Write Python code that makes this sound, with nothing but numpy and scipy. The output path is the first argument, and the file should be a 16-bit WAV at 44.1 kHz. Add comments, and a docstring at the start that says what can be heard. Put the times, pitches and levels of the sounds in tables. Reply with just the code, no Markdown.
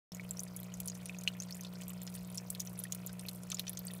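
"""Small bright drops tick close by as water trickles down the rock wall of a glass terrarium.
Each impact slaps the wet surface, throws a fine spray and traps a bubble that rings as a damped
oscillator; one fat drip plops into the pool. The panes add short reflections to the water.
Underneath, a mains pump hums, knocks and rattles softly in forced vibration, over faint room air."""
import sys
import numpy as np
from scipy import signal
from scipy.fft import rfft, irfft
from scipy.io import wavfile

SR = 44100
rng = np.random.default_rng(int(sys.argv[2]) if len(sys.argv) > 2 else 0)


def generate_wav(signal):
    """Clip the signal to [-1, 1] and save it as 16-bit WAV at the path in sys.argv[1]."""
    frames = np.transpose(np.atleast_2d(signal))
    scaled = np.clip(frames, -1, 1) * 32767
    pcm = np.round(scaled).astype(np.int16)
    wavfile.write(sys.argv[1], SR, pcm)


N = 176400

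# near drops: t/s, base level/dB, bubble f/Hz, slap offset/dB, spray offset/dB
NEAR_DROPS = [(0.1194, -42.5, 5360, 0, -4), (0.1473, -40.5, 6860, -24, 3), (0.1965, -37.5, 2230, -14, -26),
              (0.3086, -30.5, 7630, -15.5, -0.5), (0.3704, -39, 5570, -18, -6),
              (0.3934, -30, 6190, -21, -11), (0.403, -39, 7240, -25, 6), (0.4338, -37.5, 10550, -29, 1.5),
              (0.4805, -51.5, 4850, 3, -13), (0.556, -53, 2270, -17, -7), (0.5637, -35, 10400, -27, 2),
              (0.5694, -42, 6840, -9, 0), (0.59, -47.5, 3360, -16, 0), (0.601, -38, 12030, -28, -9),
              (0.631, -50, 3900, -5, 11.5), (0.72, -47.5, 2950, -4, -16), (0.7396, -36.5, 6600, -14, -7),
              (0.8017, -40, 12200, 0, 14), (0.8577, -37, 9950, -13, 1), (0.8754, -31.5, 9820, -27, 1),
              (0.882, -29, 6020, -11.5, -5.5), (0.8986, -32.5, 6600, -9, -19),
              (0.918, -45.5, 4840, -3, -16), (0.951, -42.5, 6170, -3.5, 0), (1.0568, -34.5, 9620, -8, -2),
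              (1.061, -49, 5730, 0, -8), (1.0952, -37, 2490, -8, -28), (1.146, -46, 2460, -2, -24),
              (1.1861, -38, 6490, -25, -4), (1.2357, -41.5, 8640, -29, 2), (1.401, -31.5, 6220, -25, -8),
              (1.4211, -39, 6630, -2, -3), (1.5077, -36, 4420, -6, -2.5), (1.5244, -35, 5490, -26, -21),
              (1.546, -39.5, 7120, -23, -13), (1.609, -37.5, 6170, -26, -27),
              (1.6479, -43.5, 3640, 7.5, -12), (1.8179, -44, 7220, 2, 2), (1.8807, -38, 13000, -25, 4),
              (1.8946, -38, 7900, -28, -7), (1.9036, -40, 13100, -11, -3), (2.0172, -41, 7400, -3, 1),
              (2.032, -40, 12190, -14, -4), (2.067, -42, 6850, -15, -2), (2.075, -41.5, 5300, 4, -7),
              (2.1513, -35.5, 9340, -7.5, -1), (2.3003, -42.5, 9750, -6, -8), (2.3545, -38, 10300, -8, -12),
              (2.3745, -34, 7230, -18, -0.5), (2.3796, -27.5, 5500, -27, -15), (2.5023, -33, 7910, -31, 10),
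              (2.5492, -38, 3860, -0.5, 0), (2.5975, -34.5, 6600, -7, -4), (2.602, -26, 6010, -13, -0.5),
              (2.6162, -40, 6750, -24, 2), (2.672, -38.5, 5950, -5.5, -16), (2.7767, -45, 11180, -22, -6),
              (2.79, -31, 9860, -18, -7), (2.799, -35, 11850, -13, -10), (2.8376, -30, 10300, -8.5, -3),
              (2.8522, -43, 1860, -5, -14), (2.9222, -26, 6710, -6, -1), (2.9479, -40, 9100, -1, 9.5),
              (3.063, -29.5, 13270, -28, -8), (3.0708, -34, 7070, -17, -7), (3.093, -49, 1550, 9, -5.5),
              (3.1939, -37, 8500, -1.5, -8), (3.2635, -40, 12300, -29, -18), (3.2849, -35, 4140, 3, 1),
              (3.292, -40, 11040, -15, 6), (3.3485, -42.5, 11760, -19, -6), (3.5012, -35, 7400, -4, 0),
              (3.51, -45, 4070, 2, -15), (3.5172, -28.5, 6100, 1, -17), (3.5281, -47.5, 1250, -15, -19),
              (3.545, -29, 6980, -15, -8), (3.5696, -41, 5400, -3, -19), (3.586, -49, 3810, 10, -7),
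              (3.5946, -29, 3830, 2.5, 2), (3.6681, -39, 3110, 5, -14), (3.6794, -35, 5850, 2.5, -22),
              (3.6946, -27, 10850, -14, -2), (3.7312, -39, 12300, -5, -13), (3.7723, -30.5, 6370, -5, -10),
              (3.7907, -34, 13290, -21, -7), (3.8513, -35.5, 13000, -23, -17),
              (3.8691, -32.5, 8150, -24, -8), (3.882, -40, 4570, -8, -6), (3.9076, -45.5, 3600, -4, -2),
              (3.9357, -35, 9670, -9.5, -21)]
# bubbles of the fat drip: t/s, level/dB, starting f/Hz, relative pitch rise/(1/s), t60/s
PLOP_BUBBLES = [(1.2759, -13, 2716, 31, 0.012), (1.2760, -27.5, 6260, 8, 0.0084),
                (1.2796, -29, 4010, 14, 0.014)]
# flow of the trickle: t/s, level offset/dB
TRICKLE_FLOW = [(0, -2), (.7, -0.5), (1.3, 1.5), (1.9, 1.5), (2.5, 2), (3.1, -0.5), (3.6, 0), (4, 1)]
# reflections from the panes: delay t/s, level/dB
PANE_ECHOES = [(.0012, -16), (.0027, -15.5), (.0046, -12)]
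# mains harmonics of the pump: f/Hz, nominal starting level/dB
HUM_HARMONICS = [(120, -55.5), (180, -48)]
# modes of the pump housing: f/Hz, level/dB, t60/s
HOUSING_MODES = [(495.6, -57, 0.041), (605, -46, 0.016), (965, -56, 0.027)]
# spectrum of the pump's rattle: f/Hz, relative density level/dB
RATTLE_SPECTRUM = [(150, -19), (300, 2), (420, -6), (600, -7), (850, 3), (1100, 1.5), (1400, 1),
                   (1700, -13), (4000, -6)]
# spectrum of the room air and the running water film: f/Hz, relative density level/dB
AIR_SPECTRUM = [(25, -9), (58, 8), (100, 0.5), (155, 9.5), (230, -2), (300, 0), (400, -4.5), (700, -6.5),
                (1100, -17), (1400, -7), (1650, -20), (2200, -11.5), (4000, -23), (8000, -25.5),
                (15000, -42)]

BUBBLE_DB, SPLASH_DB, SLAP_DB, SPRAY_DB = 4, -6, -7.5, -4  # added to a drop's base level
BUBBLE_REF_HZ, BUBBLE_REF_T60_S, BUBBLE_TILT_DB_PER_OCTAVE = 2950, 0.016, 0.5
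BUBBLE_MAX_RISE_PER_S = 5.2
SPLASH_T60_S, NOISE_ATTACK_S = 0.016, 0.00033
SLAP_HZ, SLAP_OCTAVES, SLAP_T60_S = 3780, 0.86, 0.031
SPRAY_HZ, SPRAY_SCATTER_OCTAVES = 10930, 0.12
TAIL_DB, TAIL_T60_S = -12.5, 0.043
MAINS_HZ, HUM_WAVER_DB, HUM_SWELL_DB_PER_S = 60, 1, 0.05
KNOCK_LAG_S, KNOCK_SCATTER_DB = 0.0003, 1.6
START_S, TOP_HZ = 0.119, 15500


def drops():
    """Impact excitation: each near drop rings a bubble and radiates a splash, a slap and a high spray."""
    out = np.zeros(N)
    for at, db, hz, slap_db, spray_db in NEAR_DROPS:
        add(out, at, undb(db + BUBBLE_DB) * bubble(hz, rng.random() * BUBBLE_MAX_RISE_PER_S))
        add(out, at, undb(db + SPLASH_DB) * splash(hz, octaves=0.3, t60=SPLASH_T60_S))
        add(out, at, undb(db + slap_db + SLAP_DB) * splash(SLAP_HZ, SLAP_OCTAVES, SLAP_T60_S))
        spray_hz = SPRAY_HZ * 2 ** (SPRAY_SCATTER_OCTAVES * rng.standard_normal())
        add(out, at, undb(db + spray_db + SPRAY_DB) * splash(spray_hz, octaves=0.8, t60=SPLASH_T60_S))
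    return out


def bubble(hz, rise):
    """Bubble resonance: trapped air is the spring, water the mass; small ones ring higher and shorter."""
    gain = undb(BUBBLE_TILT_DB_PER_OCTAVE * np.log2(hz / BUBBLE_REF_HZ))
    t60 = BUBBLE_REF_T60_S * np.sqrt(BUBBLE_REF_HZ / hz)
    return gain * ring(hz, rise, t60, attack=0.00027)


def ring(hz, rise, t60, attack):
    """Damped oscillation: a tone builds and decays while its frequency climbs by rise * hz a second."""
    t = np.arange(int(t60 * SR)) / SR
    phase = 2 * np.pi * hz * (t + rise * t * t / 2)
    return np.sin(phase) * fade(t, t60) * (1 - np.exp(-t / attack)) ** 2


def splash(hz, octaves, t60):
    """A brief impact has a broad spectrum: a decaying burst of noise in a band around one frequency."""
    t = np.arange(2048) / SR
    f = np.maximum(np.fft.rfftfreq(len(t), 1 / SR), 1)
    band = 1 / (1 + (np.log2(f / hz) / octaves) ** 2 / 2) ** 2
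    burst = irfft(rfft(rng.standard_normal(len(t))) * band)
    return burst / burst.std() * fade(t, t60) * (1 - np.exp(-t / NOISE_ATTACK_S))


def fat_drip():
    """Air entrainment: one heavy drip slaps the pool and traps bubbles that chirp upward."""
    out = np.zeros(N)
    add(out, PLOP_BUBBLES[0][0], undb(-33) * splash(SLAP_HZ, SLAP_OCTAVES, SLAP_T60_S))
    for at, db, hz, rise, t60 in PLOP_BUBBLES:
        add(out, at, undb(db) * ring(hz, rise, t60, attack=0.00031))
    return out


def trickle():
    """Superposition of many small impacts: ticks of spray, duller patter on moss and a faint gurgle."""
    ticks = shower(per_s=100, db=-55.5, spread_db=6.5, low_hz=6480, high_hz=17300)
    patter = shower(per_s=70, db=-58, spread_db=3.5, low_hz=1940, high_hz=6750)
    gurgle = shower(per_s=40, db=-61, spread_db=2, low_hz=870, high_hz=2430)
    out = np.zeros(N)
    for impacts, octaves, t60 in [(ticks, 0.63, SPLASH_T60_S), (patter, 0.34, SLAP_T60_S),
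                                  (gurgle, 0.37, SLAP_T60_S)]:
        for at, gain, hz in impacts:
            add(out, at, gain * splash(hz, octaves, t60))
    return out


def shower(per_s, db, spread_db, low_hz, high_hz):
    """A random point process: impacts whose level follows the flow, as rows of t/s, gain, f/Hz."""
    gap_draw, level_draw, pitch_draw = rng.random((800, 3)).T
    times = np.cumsum(0.5 - 0.5 * np.log(gap_draw)) / per_s
    flow_db = np.interp(times, *np.array(TRICKLE_FLOW).T)
    scatter_db = spread_db * np.minimum(-np.log(level_draw) - 1, 2)
    hz = low_hz * (high_hz / low_hz) ** pitch_draw
    return np.column_stack([times, undb(db + flow_db + scatter_db), hz])[times < N / SR]


def tank():
    """Impulse response of the enclosure: direct sound, reflections from the panes and a diffuse tail."""
    t = np.arange(SR // 10) / SR
    response = rng.standard_normal(len(t)) * fade(t, TAIL_T60_S) * (t > PANE_ECHOES[0][0])
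    response *= undb(TAIL_DB) / np.linalg.norm(response)
    response[0] = 1  # direct sound
    for lag, db in PANE_ECHOES:
        response[int(lag * SR)] += undb(db)
    return response


def pump_hum():
    """Forced vibration at harmonics of the mains; each wavers in level and grows slightly louder."""
    t, out = np.arange(N) / SR, np.zeros(N)
    for hz, db in HUM_HARMONICS:
        waver = np.interp(t, np.linspace(0, N / SR, 32), rng.standard_normal(32))
        rms = undb(db + HUM_SWELL_DB_PER_S * t + HUM_WAVER_DB * waver)
        out += np.sqrt(2) * rms * np.sin(2 * np.pi * hz * t)
    return out


def pump_knocks():
    """Modal ringing: the housing is knocked once a mains cycle, with uneven strength."""
    knock, out = np.zeros(SR // 10), np.zeros(N)
    for hz, db, t60 in HOUSING_MODES:
        add(knock, KNOCK_LAG_S, undb(db) * ring(hz, rise=0, t60=t60, attack=0.00043))
    for at in np.arange(0, N / SR, 1 / MAINS_HZ):
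        add(out, at, undb(KNOCK_SCATTER_DB * rng.standard_normal()) * knock)
    return out


def pump_rattle():
    """Amplitude-modulated noise: a faint rattle rises and decays after each knock."""
    age = (np.arange(N) / SR - KNOCK_LAG_S) % (1 / MAINS_HZ)
    envelope = fade(age, t60=0.042) * (1 - np.exp(-age / NOISE_ATTACK_S))
    return undb(-59.5) * noise(RATTLE_SPECTRUM) * envelope


def room_air():
    """Stationary broadband noise from the room air and the running water film."""
    return undb(-59.5) * noise(AIR_SPECTRUM)


def noise(points):
    """Spectral shaping: noise of unit rms that follows points of f/Hz, level/dB."""
    hz, db = np.array(points, float).T
    f = np.maximum(np.arange(N // 2 + 1) * SR / N, 1)
    shape = undb(np.interp(np.log(f), np.log(hz), db))
    shaped = irfft(rfft(rng.standard_normal(N)) * shape, N)
    return shaped / shaped.std()


def fade(t, t60):
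    """Exponential decay, by 60 dB in t60 seconds."""
    return np.exp(-np.log(1000) * t / t60)


def undb(db):
    """Amplitude ratio of a level in decibels."""
    return 10 ** (np.asarray(db) / 20)


def add(out, at, sound):
    """Linear superposition of a sound that starts at a given time."""
    i = int(np.clip(at * SR, 0, N - 1))
    out[i:i + len(sound)] += sound[:N - i]


def scene():
    """Convolution places the water in the tank; the pump and the room air add to it directly."""
    background = pump_hum() + pump_knocks() + pump_rattle() + room_air()
    water = signal.fftconvolve(tank(), fat_drip() + drops() + trickle())[:N]
    return (water + background)[None]


def record(dry):
    """Gating and band limiting: a moment of silence comes first, and a low-pass cuts the top treble."""
    opened = np.arange(N) / SR > START_S
    lowpass = signal.ellip(8, 0.2, 70, TOP_HZ, fs=SR, output="sos")
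    return signal.sosfilt(lowpass, dry * opened)


dry = scene()
out = record(dry)
generate_wav(out)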